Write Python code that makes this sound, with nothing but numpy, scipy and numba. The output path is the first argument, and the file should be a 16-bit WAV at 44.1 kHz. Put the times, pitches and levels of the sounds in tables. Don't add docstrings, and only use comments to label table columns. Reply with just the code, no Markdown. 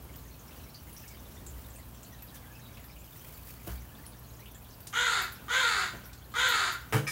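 import sys
import numpy as np
from scipy import signal
from scipy.fft import rfft, irfft, next_fast_len
from scipy.io import wavfile
from scipy.ndimage import uniform_filter1d, map_coordinates
from numba import njit

SR = 44100
rng = np.random.default_rng(int(sys.argv[2]) if len(sys.argv) > 2 else 0)


def put_to_file(sound):
    columns = np.atleast_2d(sound).T
    safe = np.clip(columns, -1, 1)
    whole_steps = np.round(safe * 32767)
    wavfile.write(sys.argv[1], SR, whole_steps.astype(np.int16))


N = 313551
TIME = np.arange(N) / SR


def undb(db):
    return 10 ** (np.asarray(db) / 20)


def unit(x):
    return x / np.sqrt(np.mean(x ** 2) + 1e-20)


def steady(x, size=1500):
    return x / np.sqrt(uniform_filter1d(x ** 2, size) + 1e-12)


def colour(x, points):
    hz, db = np.transpose(points)
    size = next_fast_len(len(x))
    bins_hz = np.maximum(np.fft.rfftfreq(size, 1 / SR), 1)
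    gain = undb(np.interp(np.log(bins_hz), np.log(hz), db))
    return irfft(rfft(x, size) * gain, size)[:len(x)]


@njit
def resonate(x, hz, width_hz):
    y, band_state, low_state = np.empty(len(x)), 0., 0.
    g, damping = np.tan(np.pi * hz / SR), width_hz / hz
    for i in range(len(x)):
        v = (band_state + g * (x[i] - low_state)) / (1 + g * (g + damping))
        band_state = 2 * v - band_state
        low_state += 2 * g * v
        y[i] = damping * v
    return y


def band(x, hz, width_hz):
    return resonate(resonate(x, hz, width_hz), hz, width_hz)


def walk(rate_hz, size):
    steps = np.arange(size) * rate_hz / SR
    return map_coordinates(rng.standard_normal(int(steps[-1]) + 2), [steps], order=2, mode="nearest")


def fade(t, t60, rise_s):
    return (1 - np.exp(-t / rise_s)) * np.exp(-np.log(1000) * t / t60)


def swells(rows):
    return sum(undb(db) * np.exp(-((TIME - peak_s) / half_s) ** 2) for peak_s, half_s, db in rows)


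def ring(modes, t, rise_s):
    return sum(undb(db) * fade(t, t60, rise_s) * np.sin(2 * np.pi * hz * t) for hz, db, t60 in modes)


def add(out, start_s, x):
    i = int(start_s * SR)
    out[i:i + len(x)] += x[:max(N - i, 0)]


# freq_hz, gain_db
AIR_SPECTRUM = [(15, -38), (25, -14), (53, -0.5), (82, 0), (133, -7), (184, -8), (241, -7.5), (371, -15),
                (1010, -17.5), (1730, -23), (1870, -27), (3050, -25.5), (3880, -29.5), (9460, -30.5),
                (14600, -26), (15800, -19.5)]
# freq_hz, gain_db
RUMBLE_SPECTRUM = [(25, -30), (45, -8), (72, -0.5), (95, -12), (130, -16), (300, -20.5), (900, -30),
                   (3000, -41.5)]
# peak_s, half_length_s, level_db
RUMBLE_SWELLS = [(.12, 0.25, -50.5), (1.44, 0.28, -47)]
# pitch_hz, level_db
MACHINE_HUM = [(59.3, -56.5), (119, -58.5), (151, -64.5)]


def neighbourhood(air_db=-49.5, waver_db=1):
    air = unit(colour(rng.standard_normal(N), AIR_SPECTRUM)) * undb(air_db + waver_db * walk(5.5, N))
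    rumble = unit(colour(rng.standard_normal(N), RUMBLE_SPECTRUM)) * swells(RUMBLE_SWELLS)
    hum = np.zeros(N)
    for hz, db in MACHINE_HUM:
        amplitude = np.sqrt(2) * undb(db + 2 * walk(3.785, N))
        hum += amplitude * np.sin(2 * np.pi * hz * TIME + 0.78 * walk(5.1, N))
    return air + rumble + hum


def crackle(level_db=-63, grain_db=4, swell_db=0.5):
    grains = rng.standard_normal(N) * undb(grain_db * walk(110, N) + swell_db * walk(6.9, N))
    treble = [(1000, -48), (4000, -19), (10500, 14.5), (13000, 24), (15500, 10)]
    return undb(level_db) * unit(colour(grains, treble))


def patter(count=330, faintest_db=-61, range_db=5, t60=0.12, width_share=0.14):
    out, t = np.zeros(N), TIME[:SR // 6]
    for when, pitch, strength in rng.random((count, 3)):
        hz = 1700 * 4.4 ** pitch
        pip = unit(band(rng.standard_normal(len(t)), hz, width_share * hz)) * fade(t, t60, 0.0031)
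        add(out, when * N / SR, pip * undb(faintest_db + range_db * strength))
    return out


# start_s, level_db, centre_hz, width_hz
CLAW_TICKS = [(0.158, -47, 14300, 3000), (0.744, -48, 4600, 700), (0.928, -50, 10600, 2500),
              (0.965, -48, 5800, 1000), (1.078, -50.5, 6500, 4960), (1.464, -44.5, 7230, 1410),
              (1.759, -52, 8700, 2500), (2.03, -51.5, 7200, 2500), (2.222, -45.5, 13100, 3000),
              (2.344, -53, 8550, 11900), (2.77, -51.5, 2700, 1800), (2.841, -50, 13200, 7000),
              (4.064, -47.5, 9900, 1500), (4.457, -52.5, 2850, 900), (4.546, -52.5, 7350, 1300),
              (4.804, -49, 13600, 3970), (4.87, -43.5, 7000, 12800), (5.217, -40, 13000, 8060),
              (5.321, -44, 12800, 9110), (6.055, -48, 13000, 8950), (6.13, -52.5, 4570, 5970),
              (6.485, -36, 13530, 6000), (6.72, -44, 12410, 7050)]


def ticks(snap_db=-1, snap_t60=0.027, ring_db=-0.5, ring_t60=0.18):
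    out, t = np.zeros(N), TIME[:SR // 4]
    for start_s, db, hz, width_hz in CLAW_TICKS:
        noise = rng.standard_normal(len(t))
        snap = undb(snap_db) * unit(band(noise, 4800, 18000)) * fade(t, snap_t60, 0.00028)
        ringing = undb(ring_db) * unit(band(noise, hz, width_hz)) * fade(t, ring_t60, 0.0008)
        add(out, start_s, undb(db) * (snap + ringing))
    return out


# peak_s, half_length_s, level_db
FEATHER_BRUSHES = [(1.0, 0.19, -51), (1.6, 0.17, -52), (2.36, 0.019, -46), (3.29, 0.3, -50),
                   (3.5, 0.039, -47.5), (3.71, 0.064, -43)]


def rustle():
    grains = rng.standard_normal(N) * undb(2.8 * walk(150, N))
    spectrum = [(300, -23), (1500, -3.5), (6000, -6), (10000, -4), (13000, 1), (15500, 6)]
    return unit(colour(grains, spectrum)) * swells(FEATHER_BRUSHES)


# start_s, length_s, start_hz, end_hz
SONG_NOTES = [(1.08, .07, 2310, 2125), (2.104, 0.049, 2090, 1700), (2.305, 0.065, 1880, 1570),
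              (2.446, .09, 1580, 1726), (2.523, 0.052, 2500, 2700), (2.604, 0.087, 3810, 3830),
              (3.742, 0.041, 2340, 2330)]


def songbird(level_db=-60.5, waver=0.021):
    out = np.zeros(N)
    for start_s, length_s, start_hz, end_hz in SONG_NOTES:
        size = int(length_s * SR)
        hz = np.linspace(start_hz, end_hz, size) * (1 + waver * walk(198, size))
        whistle = np.sqrt(2) * np.sin(2 * np.pi * np.cumsum(hz) / SR)
        add(out, start_s, undb(level_db) * whistle * signal.windows.tukey(size, .5))
    return out


# delay_s, gain_db
BALCONY_ECHOES = [(.00212, -19), (.0069, -10), (0.0134, -2.5), (0.0213, -5.5)]


def balcony(x, near_db, far_db, near_t60=0.3, far_t60=1.2, direct_s=0.00054):
    t = TIME[:SR]
    near = rng.standard_normal(SR) * undb(6.7 * rng.standard_normal(SR)) * fade(t, near_t60, 0.0049)
    far = band(rng.standard_normal(SR), 860, 4200) * fade(t, far_t60, 0.052)
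    response = (undb(near_db) * unit(near) + undb(far_db) * unit(far)) / np.sqrt(SR)
    for delay_s, db in [(direct_s, 0)] + BALCONY_ECHOES:
        response[int(delay_s * SR)] += undb(db)
    return signal.oaconvolve(x, response / np.sqrt(np.sum(response ** 2)))[:N]


# freq_hz, gain_db
SCUFF_SPECTRUM = [(100, -14), (290, -7.5), (450, -5.5), (700, -13.5), (1100, -10), (1500, -9), (2450, -17),
                  (3000, -16.5), (3600, -24), (15500, -29)]
# pitch_hz, gain_db, t60_s
BOX_MODES = [(107.5, 8.5, 0.28), (180, 4.5, 0.37), (338, 11, 0.088), (449, 1.5, 0.15), (596, 5.5, 0.088),
             (686, 4.5, 0.15)]
# pitch_hz, gain_db, t60_s
TABLE_MODES = [(89.3, -21, 0.11), (143, 3.5, 0.45), (194.5, -6, 0.38), (248, -14, 0.076), (321, -6.5, 0.4),
               (440, 4.5, 0.22), (512, -12, 0.53), (624, -15, 0.41), (1491, 2, 0.14)]
# start_s, scuff_db, swing_db, swing_hz, swing_t60_s, body_db, perch
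CROW_LANDINGS = [(3.671, -42.5, -28.5, 62.3, 0.46, -46.5, "box"), (5.935, -46, -45, 110, .15, -52.5, "box"),
                 (6.924, -21.5, -10, 116.4, 0.17, -24, "table")]


def landings(scuff_t60=0.22, weight_lag_s=0.0091):
    scuffs, thuds, t = np.zeros(N), np.zeros(N), TIME[:SR // 2]
    perches = {"box": ring(BOX_MODES, t, rise_s=0.0015), "table": ring(TABLE_MODES, t, rise_s=0.033)}
    for start_s, scuff_db, swing_db, swing_hz, swing_t60, body_db, perch in CROW_LANDINGS:
        grains = rng.standard_normal(len(t)) * undb(2 * walk(319, len(t)))
        scuff = unit(colour(grains, SCUFF_SPECTRUM)) * fade(t, scuff_t60, 0.00051)
        swing = ring([(swing_hz, swing_db, swing_t60)], t, rise_s=0.026)
        add(scuffs, start_s, undb(scuff_db) * scuff)
        add(thuds, start_s + weight_lag_s, swing)
        add(thuds, start_s, undb(body_db) * perches[perch])
    return scuffs, thuds


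# start_s, length_s, level_db, top_pitch_hz, dull_start_db
CROW_CALLS = [(4.925, 0.36, -26.5, 496.4, 3), (5.48, .43, -25.5, 525.4, 11), (6.337, .425, -25, 518.5, 15)]


def caws(attack_s=0.046, attack_db=11.5, sag_db_per_s=15, release_s=0.093, release_db=13.5,
         bright_db=-3, brighten_s=0.028, dulling_db_per_s=9.5):
    out = np.zeros(N)
    for start_s, length_s, level_db, top_hz, dull_start_db in CROW_CALLS:
        age = np.arange(int(length_s * SR)) / SR
        low, high = throat(syrinx(age, length_s, top_hz))
        high_db = bright_db - dulling_db_per_s * age - dull_start_db * np.exp(-age / brighten_s)
        voice = steady(low) + steady(high) * undb(high_db)
        attack = attack_db * np.maximum(1 - age / attack_s, 0)
        release = release_db * np.maximum(1 - (length_s - age) / release_s, 0)
        effort_db = level_db - attack - sag_db_per_s * age - release
        add(out, start_s, voice * undb(effort_db) * signal.windows.tukey(len(age), .015))
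    return out


SCOOP_S = 0.026


def syrinx(age, length_s, top_hz, scoop_share=0.26, hold_s=0.11, sag_octaves_per_s=2.3,
           rough_start_rad=0.23, rough_end_rad=0.59, flutter_hz=300, shimmer_db=3, rasp=0.48):
    size = len(age)
    scoop = 1 - scoop_share * np.exp(-age / SCOOP_S)
    sag = 2 ** (-sag_octaves_per_s * np.maximum(age - hold_s, 0))
    roughness = rough_start_rad + (rough_end_rad - rough_start_rad) * age / length_s
    phase = 2 * np.pi * np.cumsum(top_hz * scoop * sag) / SR + roughness * walk(flutter_hz, size)
    snaps = unit(sum(np.cos(k * phase) for k in range(1, 37)))
    breath = unit(band(rng.standard_normal(size), 2640, 7900) * (1 + np.cos(phase)) ** 2)
    return (snaps + rasp * breath) * undb(shimmer_db * walk(238.5, size))


# beak_narrow_hz, beak_wide_hz, width_hz, gain_db
THROAT_RESONANCES = [(1494, 1393, 235, 0.5), (2000, 1855, 540, -9), (3150, 3570, 570, 1.5),
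                     (3450, 4350, 730, -3), (6730, 6940, 990, -8), (7100, 9300, 1040, -21),
                     (10200, 10000, 680, -24), (12700, 11800, 1300, -28)]
# freq_hz, gain_db
BARE_VOICE = [(200, -50), (360, -17.5), (500, -19.5), (750, -19), (1000, -9.5), (1200, -15), (2700, -18.5),
              (5400, -28.5), (8500, -30.5), (13000, -41), (16000, -50)]


def throat(source, flat_start_hz=230, beak_opens_s=0.15, beak_move_s=0.046):
    hz, age, frames = signal.stft(source, SR, nperseg=512, noverlap=384)
    opening = .5 + .5 * np.tanh((age - beak_opens_s) / (2 * beak_move_s))
    flat_hz = flat_start_hz * np.exp(-age / SCOOP_S)
    peaks = []
    for narrow_hz, wide_hz, width_hz, db in THROAT_RESONANCES:
        centre_hz = narrow_hz + (wide_hz - narrow_hz) * opening - flat_hz
        peaks.append(undb(db) ** 2 * .5 ** ((2 * (hz[:, None] - centre_hz) / width_hz) ** 2))
    bare_hz, bare_db = np.transpose(BARE_VOICE)
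    bare = undb(np.interp(np.log(hz + 1), np.log(bare_hz), bare_db))[:, None] ** 2
    powers = sum(peaks[:2]) + bare, sum(peaks[2:]) + 1e-4
    gains = [np.exp(np.conj(signal.hilbert(.5 * np.log(power), axis=0))) for power in powers]
    return [signal.istft(frames * g, SR, nperseg=512, noverlap=384)[1][:len(source)] for g in gains]


# pitch_hz, gain_db, t60_s
POT_MODES = [(1280, -11, 0.17), (1640, -13, 0.088), (1827, -2, 0.081), (2312, 2.5, .09), (2430, -17, 0.077),
             (5160, -7, 0.12), (5900, -13, 0.086)]
# start_s, level_db
POT_BLOWS = [(7.068, -30), (7.076, -27)]


def clinks():
    out = np.zeros(N)
    for start_s, db in POT_BLOWS:
        add(out, start_s, undb(db) * ring(POT_MODES, TIME[:SR // 2], rise_s=0.00012))
    return out


def scrape(start_s=7.073, level_db=-38.5, centre_hz=6500, width_hz=14000, t60=0.68):
    out, t = np.zeros(N), TIME[:SR // 4]
    friction = unit(band(rng.standard_normal(len(t)), centre_hz, width_hz))
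    add(out, start_s, undb(level_db) * friction * fade(t, t60, 0.001))
    return out


def scene():
    calls = balcony(caws(), near_db=1.5, far_db=-23)
    song = balcony(songbird(), near_db=1, far_db=-21)
    scuffs, thuds = landings()
    feet = thuds + balcony(scuffs + clinks(), near_db=-2, far_db=-32.5) + scrape()
    return (calls + song + feet + ticks() + patter() + rustle() + crackle() + neighbourhood())[None]


def record(dry, bass_hz=40, top_hz=15750):
    thin = signal.sosfilt(signal.butter(6, bass_hz, "high", fs=SR, output="sos"), dry)
    return signal.sosfilt(signal.ellip(12, .1, 80, top_hz, fs=SR, output="sos"), thin)


dry = scene()
out = record(dry)
put_to_file(out)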